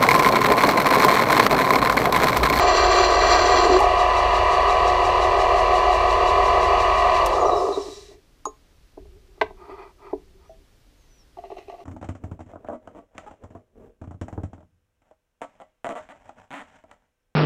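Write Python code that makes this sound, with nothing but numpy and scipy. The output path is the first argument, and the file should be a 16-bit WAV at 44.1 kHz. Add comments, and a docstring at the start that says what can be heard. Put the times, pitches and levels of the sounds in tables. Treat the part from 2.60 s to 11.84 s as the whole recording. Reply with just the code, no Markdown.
"""A geared metal lathe whines close by while a drill screeches through the spinning part and breaks out.
Meshing teeth make the whine; shearing chips ring the drill. The lathe is switched off: the whine sinks,
slack teeth rattle, the spindle squeaks to a halt. An oil brush drops into its glass jar, the tailstock
is unclamped and slid back along its ways, and fingers rattle the part on the drill."""
import sys
import numpy as np
from scipy import signal
from scipy.fft import rfft, irfft
from scipy.io import wavfile
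from scipy.ndimage import uniform_filter1d

SR = 44100
rng = np.random.default_rng(int(sys.argv[2]) if len(sys.argv) > 2 else 0)


def file_out(sig):
    """Save sig as 16-bit WAV at sys.argv[1]."""
    # one column per channel
    cols = np.atleast_2d(sig).T
    # limit, then scale
    lim = np.clip(cols, -1, 1)
    pcm = np.round(lim * 32767).astype(np.int16)
    wavfile.write(sys.argv[1], SR, pcm)


N = 407484
TIME = np.arange(N) / SR
HIT_TIME = TIME[:SR // 2]
FREQ_HZ = np.maximum(np.fft.rfftfreq(8192, 1 / SR), 1)
BREAKOUT_S, MOTOR_OFF_S, REST_S = 1.178, 4.59, 5.6
SPINDLE_HZ, SHAFT_HZ, WOBBLE_HZ = 5.7, 40.52, 5.9


def undb(db):
    """Decibels to gain."""
    return 10 ** (np.asarray(db) / 20)


def unit(x):
    """Scale to rms 1."""
    return x / np.sqrt(np.mean(x ** 2))


def steady(x, size=4096):
    """Hold the short-term rms at 1, keeping the fast grain."""
    return x / np.sqrt(np.abs(uniform_filter1d(x ** 2, size)) + 1e-9 * np.mean(x ** 2))


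def between(start_s, end_s, fade_s=.02):
    """1 from start to end, with ramps outside."""
    return np.interp(TIME, [start_s - fade_s, start_s, end_s, end_s + fade_s], [0, 1, 1, 0])


def surge(peak_s, rise_s, fall_db_per_s):
    """Envelope that climbs to 1, then dies away."""
    age_s = TIME - peak_s
    return np.clip(1 + age_s / rise_s, 0, 1) * undb(-fall_db_per_s * np.maximum(age_s, 0))


def noise():
    """White noise."""
    return rng.standard_normal(N)


def drift(rate_hz):
    """Smooth random drift with a spread near 1."""
    hold = int(SR / rate_hz)
    steps = np.repeat(rng.standard_normal(N // hold + 1), hold)
    return 1.4 * uniform_filter1d(uniform_filter1d(steps, hold), hold)[:N]


def grains(per_s, spread_db):
    """Random tiny impacts, a few much larger than the rest."""
    impulses = (rng.random(N) < per_s / SR) * rng.choice([-1, 1], N)
    return impulses * undb(spread_db * np.minimum(rng.exponential(size=N), 4))


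def humps(resonances):
    """Gain curve of steep-sided (Hz, width in Hz, dB) resonances."""
    return np.sqrt(sum(undb(2 * db) / (1 + (2 * (FREQ_HZ - hz) / width) ** 2) ** 2
                       for hz, width, db in resonances))


def slopes(points):
    """Gain curve through (Hz, dB) points."""
    hz, db = np.transpose(points)
    return undb(np.interp(np.log(FREQ_HZ), np.log(hz), db))


def through(x, gain):
    """Minimum-phase filter with the given gain curve."""
    cepstrum = irfft(np.log(gain + 1e-9))
    half = len(cepstrum) // 2
    cepstrum[1:half] *= 2
    cepstrum[half + 1:] = 0
    return signal.fftconvolve(x, irfft(np.exp(rfft(cepstrum))))[:len(x)]


def ring(modes):
    """Impulse response of decaying modes, alternating in sign."""
    return sum((-1) ** k * undb(db - 60 * HIT_TIME / t60_s) * np.sin(2 * np.pi * hz * HIT_TIME)
               for k, (hz, db, t60_s) in enumerate(modes))


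def contact(decay_s, grit, rise_s=0):
    """A blow and a short scrape; a rise time makes it a soft push."""
    envelope = np.exp(-HIT_TIME / decay_s) * (1 - np.exp(-HIT_TIME / (rise_s + 1e-5)))
    force = grit * rng.standard_normal(len(HIT_TIME)) * envelope
    force[0] += rise_s == 0
    return force


def add(out, start_s, sound, peak_db):
    """Mix a sound in at the given peak level."""
    i = int(start_s * SR)
    out[i:i + len(sound)] += (undb(peak_db) * sound / np.abs(sound).max())[:N - i]


# Workshop noise spectrum. Each row: frequency in Hz, relative level in dB.
SHOP_SPECTRUM = [(12, -33), (20, 1.5), (45, -2), (217, -22), (278, -16.5), (328, -20.5), (525, -24),
                 (889, -29.5), (2100, -31.5), (4560, -33.5), (5690, -35), (7100, -39), (15000, -45)]


def workshop():
    """Faint, steady, bass-heavy noise."""
    return unit(through(noise(), slopes(SHOP_SPECTRUM))) * undb(-55.5)


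def room(x, t60_s=.2, wet_db=-15):
    """Short diffuse echo off the machine and nearby walls."""
    tail = rng.standard_normal(len(HIT_TIME)) * undb(-60 * HIT_TIME / t60_s) * (HIT_TIME > .005)
    return x + undb(wet_db) * signal.fftconvolve(x, tail / np.linalg.norm(tail))[:N]


# Spindle squeaks, then faint squeals. Each row: start in seconds, length in seconds,
# first pitch in Hz, last pitch in Hz, relative level in dB.
SQUEAK_GLIDES = [(4.79, 0.057, 7000, 6400, -48), (4.845, 0.047, 5900, 5670, -45),
                 (4.905, 0.047, 4000, 3840, -42), (4.947, .08, 5480, 5100, -48),
                 (5.118, .05, 4000, 3870, -41.5), (5.197, 0.058, 5700, 5200, -50),
                 (7.837, 0.1, 5650, 6200, -76), (8.358, .13, 6760, 6050, -76),
                 (8.476, 0.13, 6050, 5800, -70), (8.57, .07, 5900, 5230, -65)]


def squeaks():
    """Dry metal contacts sing on an unsteady pitch; louder is rougher."""
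    out, jitter = np.zeros(N), drift(600)
    for start_s, length_s, from_hz, to_hz, db in SQUEAK_GLIDES:
        n, i = int(length_s * SR), int(start_s * SR)
        roughness = .028 * undb(.35 * (db + 38.5))
        hz = np.linspace(from_hz, to_hz, n) * (1 + roughness * jitter[i:i + n])
        envelope = np.sin(np.pi * np.arange(n) / n)
        add(out, start_s, np.sin(2 * np.pi * np.cumsum(hz) / SR) * envelope, db + 6)
    return out


# Tailstock strokes. Each row: start in seconds, length in seconds, level in dB.
SLIDE_STROKES = [(6.72, .22, -57), (6.95, .39, -41.3), (7.38, .18, -43.5), (7.77, .13, -58)]
# Shoves on the bed. Each row: time in seconds, level in dB.
BED_SHOVES = [(6.42, -45.5), (6.84, -45.5), (7.57, -49.5), (7.92, -56)]
# Sliding contact resonances. Each row: centre in Hz, width in Hz, gain in dB.
WAY_BANDS = [(389, 69, 10), (690, 160, -2), (920, 200, 3), (1223, 144, 3.5), (1600, 250, -16.5),
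             (1980, 220, -9.5), (2400, 300, -11), (3300, 900, -26), (4480, 700, -24.5)]


def tailstock():
    """Oily cast iron rubs along the ways in small slips; the bed rumbles after each shove."""
    sliding = sum(undb(db) * np.abs(np.sin(np.pi * np.clip((TIME - start_s) / length_s, 0, 1))) ** 1.3
                  for start_s, length_s, db in SLIDE_STROKES)
    shoved = sum(undb(db) * surge(at_s, rise_s=.05, fall_db_per_s=34) for at_s, db in BED_SHOVES)
    slips = grains(2500, 2.2) * undb(1.4 * drift(40))
    rub = unit(through(slips, humps(WAY_BANDS))) * sliding
    rumble_bands = [(30, 19, 2.5), (65, 36, -2.5), (176, 50, -16), (384, 54, -7.5)]
    rumble = unit(through(noise(), humps(rumble_bands))) * shoved
    return (rub + rumble) * between(6.4, 8.02)


# Wiggles of the part. Each row: start in seconds, then peaks in dB of touch, seating and seating tick.
PART_WIGGLES = [(8.769, -32, -27.5, -53), (8.836, -29, -37, -48), (8.901, -29, -27.5, -46),
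                (8.967, -30, -31, -41.5), (9.082, -32, -28.5, -42.5), (9.124, -35, -28.5, -59),
                (9.189, -41, -38, -53)]
# Drill in its chuck: dull knock, metal tick. Each row: centre in Hz, width in Hz, gain in dB.
CHUCK_BANDS = [(389, 68, 5), (565, 90, -10), (700, 84, 6), (830, 110, -4), (1130, 160, -11)]
TICK_BANDS = [(1990, 300, 2.5), (2660, 750, 2), (4100, 680, -6), (5800, 2500, -16)]


def loose_part():
    """The part touches the drill, seats and drags on: paired dull knocks, each with a tick."""
    out, dragging, scraping = np.zeros((3, N))
    dull, bright = humps(CHUCK_BANDS), humps(TICK_BANDS)
    for touch_s, touch_db, seat_db, tick_db in PART_WIGGLES:
        seat_s = touch_s + .015
        touch = (touch_s, .004, touch_db, tick_db - 5)
        seat = (seat_s, .0055, seat_db, tick_db)
        for at_s, decay_s, knock_db, metal_db in (touch, seat):
            add(out, at_s, through(contact(decay_s, grit=1, rise_s=.001), dull), knock_db)
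            add(out, at_s, through(contact(decay_s, grit=1, rise_s=.001), bright), metal_db)
        drag = surge(seat_s, rise_s=.022, fall_db_per_s=160)
        dragging += drag * undb(-48.5)
        scraping += drag * undb(tick_db - 15)
    slips = grains(1500, 2.5)
    return out + unit(through(slips, dull)) * dragging + unit(through(slips, bright)) * scraping


# Knocks on the machine. Each row: start in seconds, peak in dB, corner in Hz, contact decay in seconds.
MACHINE_KNOCKS = [(5.085, -17, 650, 0.0057), (5.171, -15.5, 560, .005), (5.279, -28, 500, 0.0046),
                  (5.51, -38, 450, .03), (5.865, -23, 550, 0.0033), (6.373, -30, 480, 0.0025),
                  (6.452, -46, 800, .004), (6.562, -50, 453, .005), (6.776, -45, 550, 0.0054),
                  (6.8125, -6, 2800, 0.0016), (6.8169, -11.5, 2600, 0.0024), (6.904, -34, 900, .003),
                  (7.092, -32, 400, 0.0044), (7.529, -14.5, 560, .003)]
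# Bed and tailstock modes. Each row: frequency in Hz, relative level in dB, T60 in seconds.
BED_MODES = [(50, -32, .25), (288, -17.5, .13), (377.7, -7.5, 0.11), (429, -7, 0.098), (638, -4, .06),
             (710, -4.5, .05), (845, -2, .05), (970, -3, .06), (1042, -1, 0.043), (1230, -13, 0.038),
             (1545, -7, 0.045), (2000, 1, .022), (2310, -2, 0.025)]


def bed_knocks():
    """Blows ring the bed; a softer contact gives a duller knock."""
    out, bed = np.zeros(N), ring(BED_MODES)
    low_cut = FREQ_HZ / np.hypot(FREQ_HZ, 180)
    for start_s, peak_db, corner_hz, decay_s in MACHINE_KNOCKS:
        force = through(contact(decay_s, grit=.05), low_cut / (1 + (FREQ_HZ / corner_hz) ** 4))
        add(out, start_s, signal.fftconvolve(force, bed)[:len(bed)], peak_db)
    return out


# Cracks of chips, switch, jar and clamp lever. Each row: start in seconds, peak in dB, corner in Hz.
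SHARP_CRACKS = [(1.1904, -27, 9000), (1.2034, -25, 12000), (4.6605, -20, 12000), (5.8533, -36, 11000),
                (6.8134, -17.5, 2700)]


def cracks():
    """Hard contacts give short, bright bursts."""
    out, tilt = np.zeros(N), slopes([(800, -20.5), (2500, 3.5)])
    for start_s, peak_db, corner_hz in SHARP_CRACKS:
        colour = tilt / (1 + (FREQ_HZ / corner_hz) ** 4.06)
        add(out, start_s, through(contact(.0068, grit=.4), colour), peak_db)
    return out


# Modes of the part, the jar on its seat and the handwheel handle.
# Each row: frequency in Hz, relative level in dB, T60 in seconds.
PART_MODES = [(824, 0, .12), (884, -6, .06)]
JAR_MODES = [(291, -14, .15), (834, 0, .06), (1055, 5, .07), (1230, 3, .04), (3854, -27, .07),
             (4387, -28, .06), (5012, -27, .06), (6686, -4, .1)]
HANDLE_MODES = [(400, -15, .08), (651, 0.5, 0.19), (781, -11, 0.16)]


def struck_objects():
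    """The part clunks as the drill comes free, the brush hits the jar, the handle rings once."""
    out = np.zeros(N)
    add(out, 1.205, ring(PART_MODES), peak_db=-9.5)
    add(out, 5.8545, ring(JAR_MODES), peak_db=-14)
    add(out, 7.895, ring(HANDLE_MODES), peak_db=-38)
    return out


# Chuck hiss spectrum. Each row: frequency in Hz, relative level in dB.
HISS_SPECTRUM = [(1500, -18.5), (3000, -6), (3950, 2), (4700, 1.5), (5800, 1), (7500, -4.5), (9800, -12.5),
                 (11000, -19), (15000, -23.5)]
# Spindle rub resonances. Each row: centre in Hz, width in Hz, gain in dB.
RUB_BANDS = [(3910, 150, 0), (5650, 510, -14), (7340, 900, -20)]


def chuck_hiss(speed, angle, slack):
    """The chuck's hiss swells once a turn; a dry rub chirps on each swell and drags on when coasting."""
    swell_db = (2.5 * np.cos(angle - .15) + 1.3 * np.cos(2 * angle)) * speed
    hiss = unit(through(noise() + grains(900, 3), slopes(HISS_SPECTRUM)))
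    hiss *= undb(-44.3 + swell_db - 2.5 * slack)
    touch = np.exp(6 * (np.cos(angle + .1) - 1)) * (1 - slack) + .3 * slack
    slips = grains(2500, 2) * undb(3 * drift(45))
    rub = unit(through(slips, humps(RUB_BANDS))) * touch * undb(-40.3)
    return (hiss + rub) * np.minimum(speed / .24, 1)


# Bed vibration. Each row: multiple of the spindle rate, relative level in dB.
SHAKE_ORDERS = [(5, -37), (8, -52), (9, -32), (13, -44), (14, -39.5)]


def bed_shake(speed, angle, slack):
    """The spindle shakes the bed at its harmonics, fading to a faint rumble as it slows."""
    shake = sum(undb(db) * np.sin(order * angle + rng.uniform(0, 2 * np.pi))
                for order, db in SHAKE_ORDERS) * speed
    shake *= .93 / np.std(shake[:4 * SR])
    spectrum = slopes([(15, -25.5), (28, -4), (48, 4.5), (85, -1.5), (105, -13.5),
                       (180, -13), (240, -22.5), (290, -11), (400, -28), (1000, -70.5)])
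    rumble = unit(through(noise(), spectrum)) * undb(-5.5 + 5.5 * slack)
    return (shake + rumble) * (undb(-30.5) * speed ** 2.4 + undb(-56))


# Spells of brighter gear sound. Each row: start in seconds, end in seconds, tilt in dB per octave.
TILT_SPELLS = [(1.55, 1.95, 3.5), (4.3, 4.6, 2)]


def gear_tilt():
    """Lean of the whine towards its high tones, in dB per octave."""
    return sum(tilt * between(start_s, end_s, fade_s=.5) for start_s, end_s, tilt in TILT_SPELLS)


def tooth_knocks(run_s, teeth, scatter_db, swell_db):
    """One knock per tooth: wear repeats each shaft turn; the load swells once and three times a turn."""
    passed = np.floor(SHAFT_HZ * teeth * run_s).astype(int)
    at = np.flatnonzero(np.diff(passed))
    scatter, timing, polarity = rng.standard_normal((len(at), 3)).T
    wear_db, bias = rng.standard_normal((2, teeth))
    tooth = passed[at] % teeth
    angle = 2 * np.pi * tooth / teeth
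    db = wear_db[tooth] + swell_db * (np.cos(angle) + np.cos(3 * angle)) + scatter_db * scatter
    landing = np.clip(at + (.0004 * SR * timing).astype(int), 0, N - 1)
    out = np.zeros(N)
    out[landing] = undb(db) * np.sign(polarity + bias[tooth])
    return out


# Gear cover resonances. Each row: centre in Hz, width in Hz, gain in dB.
COVER_BANDS = [(1522, 250, -7.5), (1739, 147, -1.5), (1956, 188, 3), (2361, 157, 0.5), (2673, 150, -1.5),
               (2870, 160, -1), (3355, 800, -12.5), (4096, 390, -11), (4550, 350, -10.5),
               (5900, 610, -22.5)]


def gear_covers(speed, run_s):
    """Fine teeth ring the covers brightly."""
    knocks = tooth_knocks(run_s, teeth=81, scatter_db=1, swell_db=.74) + .073 * noise()
    level_db = -30 + .4 * gear_tilt() - 36 * (1 - speed) - 1.1 * between(0, BREAKOUT_S)
    return steady(through(knocks, humps(COVER_BANDS))) * undb(level_db)


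# Mesh tones at full speed. Each row: frequency in Hz, relative level in dB, wobble depth.
MESH_TONES = [(364.6, -33, .15), (399.4, -34, .7), (439.9, -40, .3), (480.4, -38, .5), (527, -44, .5),
              (572.9, -35, .2), (607.8, -40, .9), (642, -31, .3), (653.8, -33, .4), (694.4, -28, .35),
              (723, -27, .4), (735.1, -32, .3), (804.1, -36, .5), (850.6, -43, .5), (891.6, -42, .5),
              (932, -42, .3), (971.9, -34, .2), (978.1, -34, .2), (1013.1, -27, .25), (1047.5, -39, .6),
              (1093.4, -31, .35), (1134.6, -30, .35), (1174.4, -32, .35), (1214.6, -36, .5),
              (1256.4, -39, .4), (1291, -46, .4)]
# Gearbox casing resonances. Each row: centre in Hz, width in Hz, gain in dB.
CASING_BANDS = [(383.4, 71.5, -2.5), (490, 70, -1.5), (621, 120, 0.5), (710, 68, 4), (852, 130, -5),
                (1022, 100, -1), (1141, 128, -1), (1233, 80, -4.5)]


def gear_whine(speed, run_s):
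    """Mesh tones with sidebands from out-of-true gears sink through the casing resonances on slowing."""
    casing, out = humps(CASING_BANDS), np.zeros(N)
    on = speed > 0
    tilt = gear_tilt()[on]
    turn = 2 * np.pi * WOBBLE_HZ * run_s[on]
    drifts = [drift(6) for _ in range(8)]
    for hz, db, wobble in MESH_TONES:
        phase = rng.uniform(0, 2 * np.pi, 3)
        waver, flutter = (np.roll(drifts[k], rng.integers(N))[on] for k in rng.integers(0, 8, 2))
        mesh = 2 * np.pi * hz * run_s[on] + phase[0] + .2 * waver
        sidebands = np.sin(mesh + turn + phase[1]) + .73 * np.sin(mesh - turn + phase[2])
        tone = (np.sin(mesh) + wobble * sidebands) * (1 + .2 * flutter)
        radiated = np.interp(hz * speed[on], FREQ_HZ, casing) / np.interp(hz, FREQ_HZ, casing)
        out[on] += tone * undb(db + tilt * np.log2(hz / 850)) * np.minimum(radiated, 1.5)
    return out / np.std(out[:4 * SR])


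def gearbox(speed, run_s, slack):
    """Off power the teeth lose contact: whine gives way to slower, duller rattling."""
    knocks = tooth_knocks(run_s, teeth=27, scatter_db=2.4, swell_db=2)
    knocks += .045 * noise()  # sliding flanks
    whine = gear_whine(speed, run_s) * undb(-.4 - 6 * slack)
    bass_loss = 1 + (275 / FREQ_HZ) ** 10  # a small casing radiates little bass
    rattle_db = -7.7 + 8.7 * slack - 11 * (1 - speed) ** 2 + 2.5 * between(0, BREAKOUT_S)
    rattle = steady(through(knocks, humps(CASING_BANDS) / bass_loss)) * undb(rattle_db)
    thump = steady(through(knocks, humps([(404.3, 49, 0)]) / bass_loss)) * undb(4) * (1 - speed)
    meshing = (speed / .57) ** 3.4  # level knee at 57 % speed
    gain = undb(-17.5) * meshing / np.hypot(1, meshing) + undb(-54)
    return (whine + rattle + thump) * gain


def lathe():
    """All turns with the spindle, which sags slightly under the drill and later coasts to rest."""
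    coast = np.clip((REST_S - TIME) / (REST_S - MOTOR_OFF_S), 0, 1) ** 1.15
    speed = coast * (1 - .003 * between(0, BREAKOUT_S, fade_s=1))  # share of full speed
    run_s = np.cumsum(speed) / SR  # equivalent time at full speed
    angle = 2 * np.pi * SPINDLE_HZ * run_s
    slack = np.clip((1 - speed) / .29, 0, 1)  # 0 = teeth driven, 1 = loose
    gears = gearbox(speed, run_s, slack) + gear_covers(speed, run_s)
    spindle = bed_shake(speed, angle, slack) + chuck_hiss(speed, angle, slack)
    return (gears + spindle) * between(0, 5.54, fade_s=.072)


# Chip screech along the feed. Each row: time in seconds, relative level in dB.
FEED_LEVELS = [(0.0, -32), (0.24, -26), (0.28, -32), (0.406, -26), (0.508, -31), (0.716, -28), (1.052, -30),
               (1.064, -34), (1.17, -33)]
# Drill and part resonances. Each row: centre in Hz, width in Hz, gain in dB.
DRILL_BANDS = [(1167, 250, 9.5), (1572, 220, 4.5), (1936, 195, 5), (2354, 117, 4.5), (2720, 140, 0.5),
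               (3296, 470, -4), (4170, 340, 3.5), (4640, 330, 0), (5190, 120, -8), (5700, 150, -2),
               (6040, 220, -3), (7110, 241, -7.5), (7410, 180, -6.5), (12560, 4500, -37.5)]


def drilling(groan_hz=368):
    """Chips shear off in dense slips that ring the drill; it judders, grabs and groans at breakout."""
    feed_db = np.interp(TIME, *np.transpose(FEED_LEVELS))
    slips = grains(5000, 2.6) * undb(1.4 * drift(70))
    screech = unit(through(slips, humps(DRILL_BANDS))) * undb(feed_db + 6.5) * between(0, BREAKOUT_S)
    grab_db = 8 * between(1.08, BREAKOUT_S, fade_s=.16)
    ring_out_db = -300 * np.maximum(TIME - BREAKOUT_S, 0)
    judder_bands = [(287, 42, -12.5), (368, 40, 3), (439, 47, -4.5)]
    judder = steady(through(grains(700, 2), humps(judder_bands)), size=2048)
    groan = unit(np.sin(2 * np.pi * groan_hz * TIME + .4 * drift(90)))
    groan *= between(1.118, BREAKOUT_S - .008, fade_s=.01)
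    return screech + judder * undb(-28 + grab_db + ring_out_db) + groan * undb(-17)


def scene():
    """Shop, machine and handling noises in mono; only the short sounds get the echo."""
    sustained = workshop() + lathe() + drilling() + tailstock()
    short = bed_knocks() + cracks() + struck_objects() + squeaks() + loose_part()
    return (sustained + room(short))[None]


def record(dry):
    """The microphone drops the deepest bass and the very top."""
    low_cut = signal.butter(2, 18, "high", fs=SR, output="sos")
    top_cut = signal.ellip(10, .2, 80, 15250, fs=SR, output="sos")
    return signal.sosfilt(top_cut, signal.sosfilt(low_cut, dry))


dry = scene()
out = record(dry)
file_out(out)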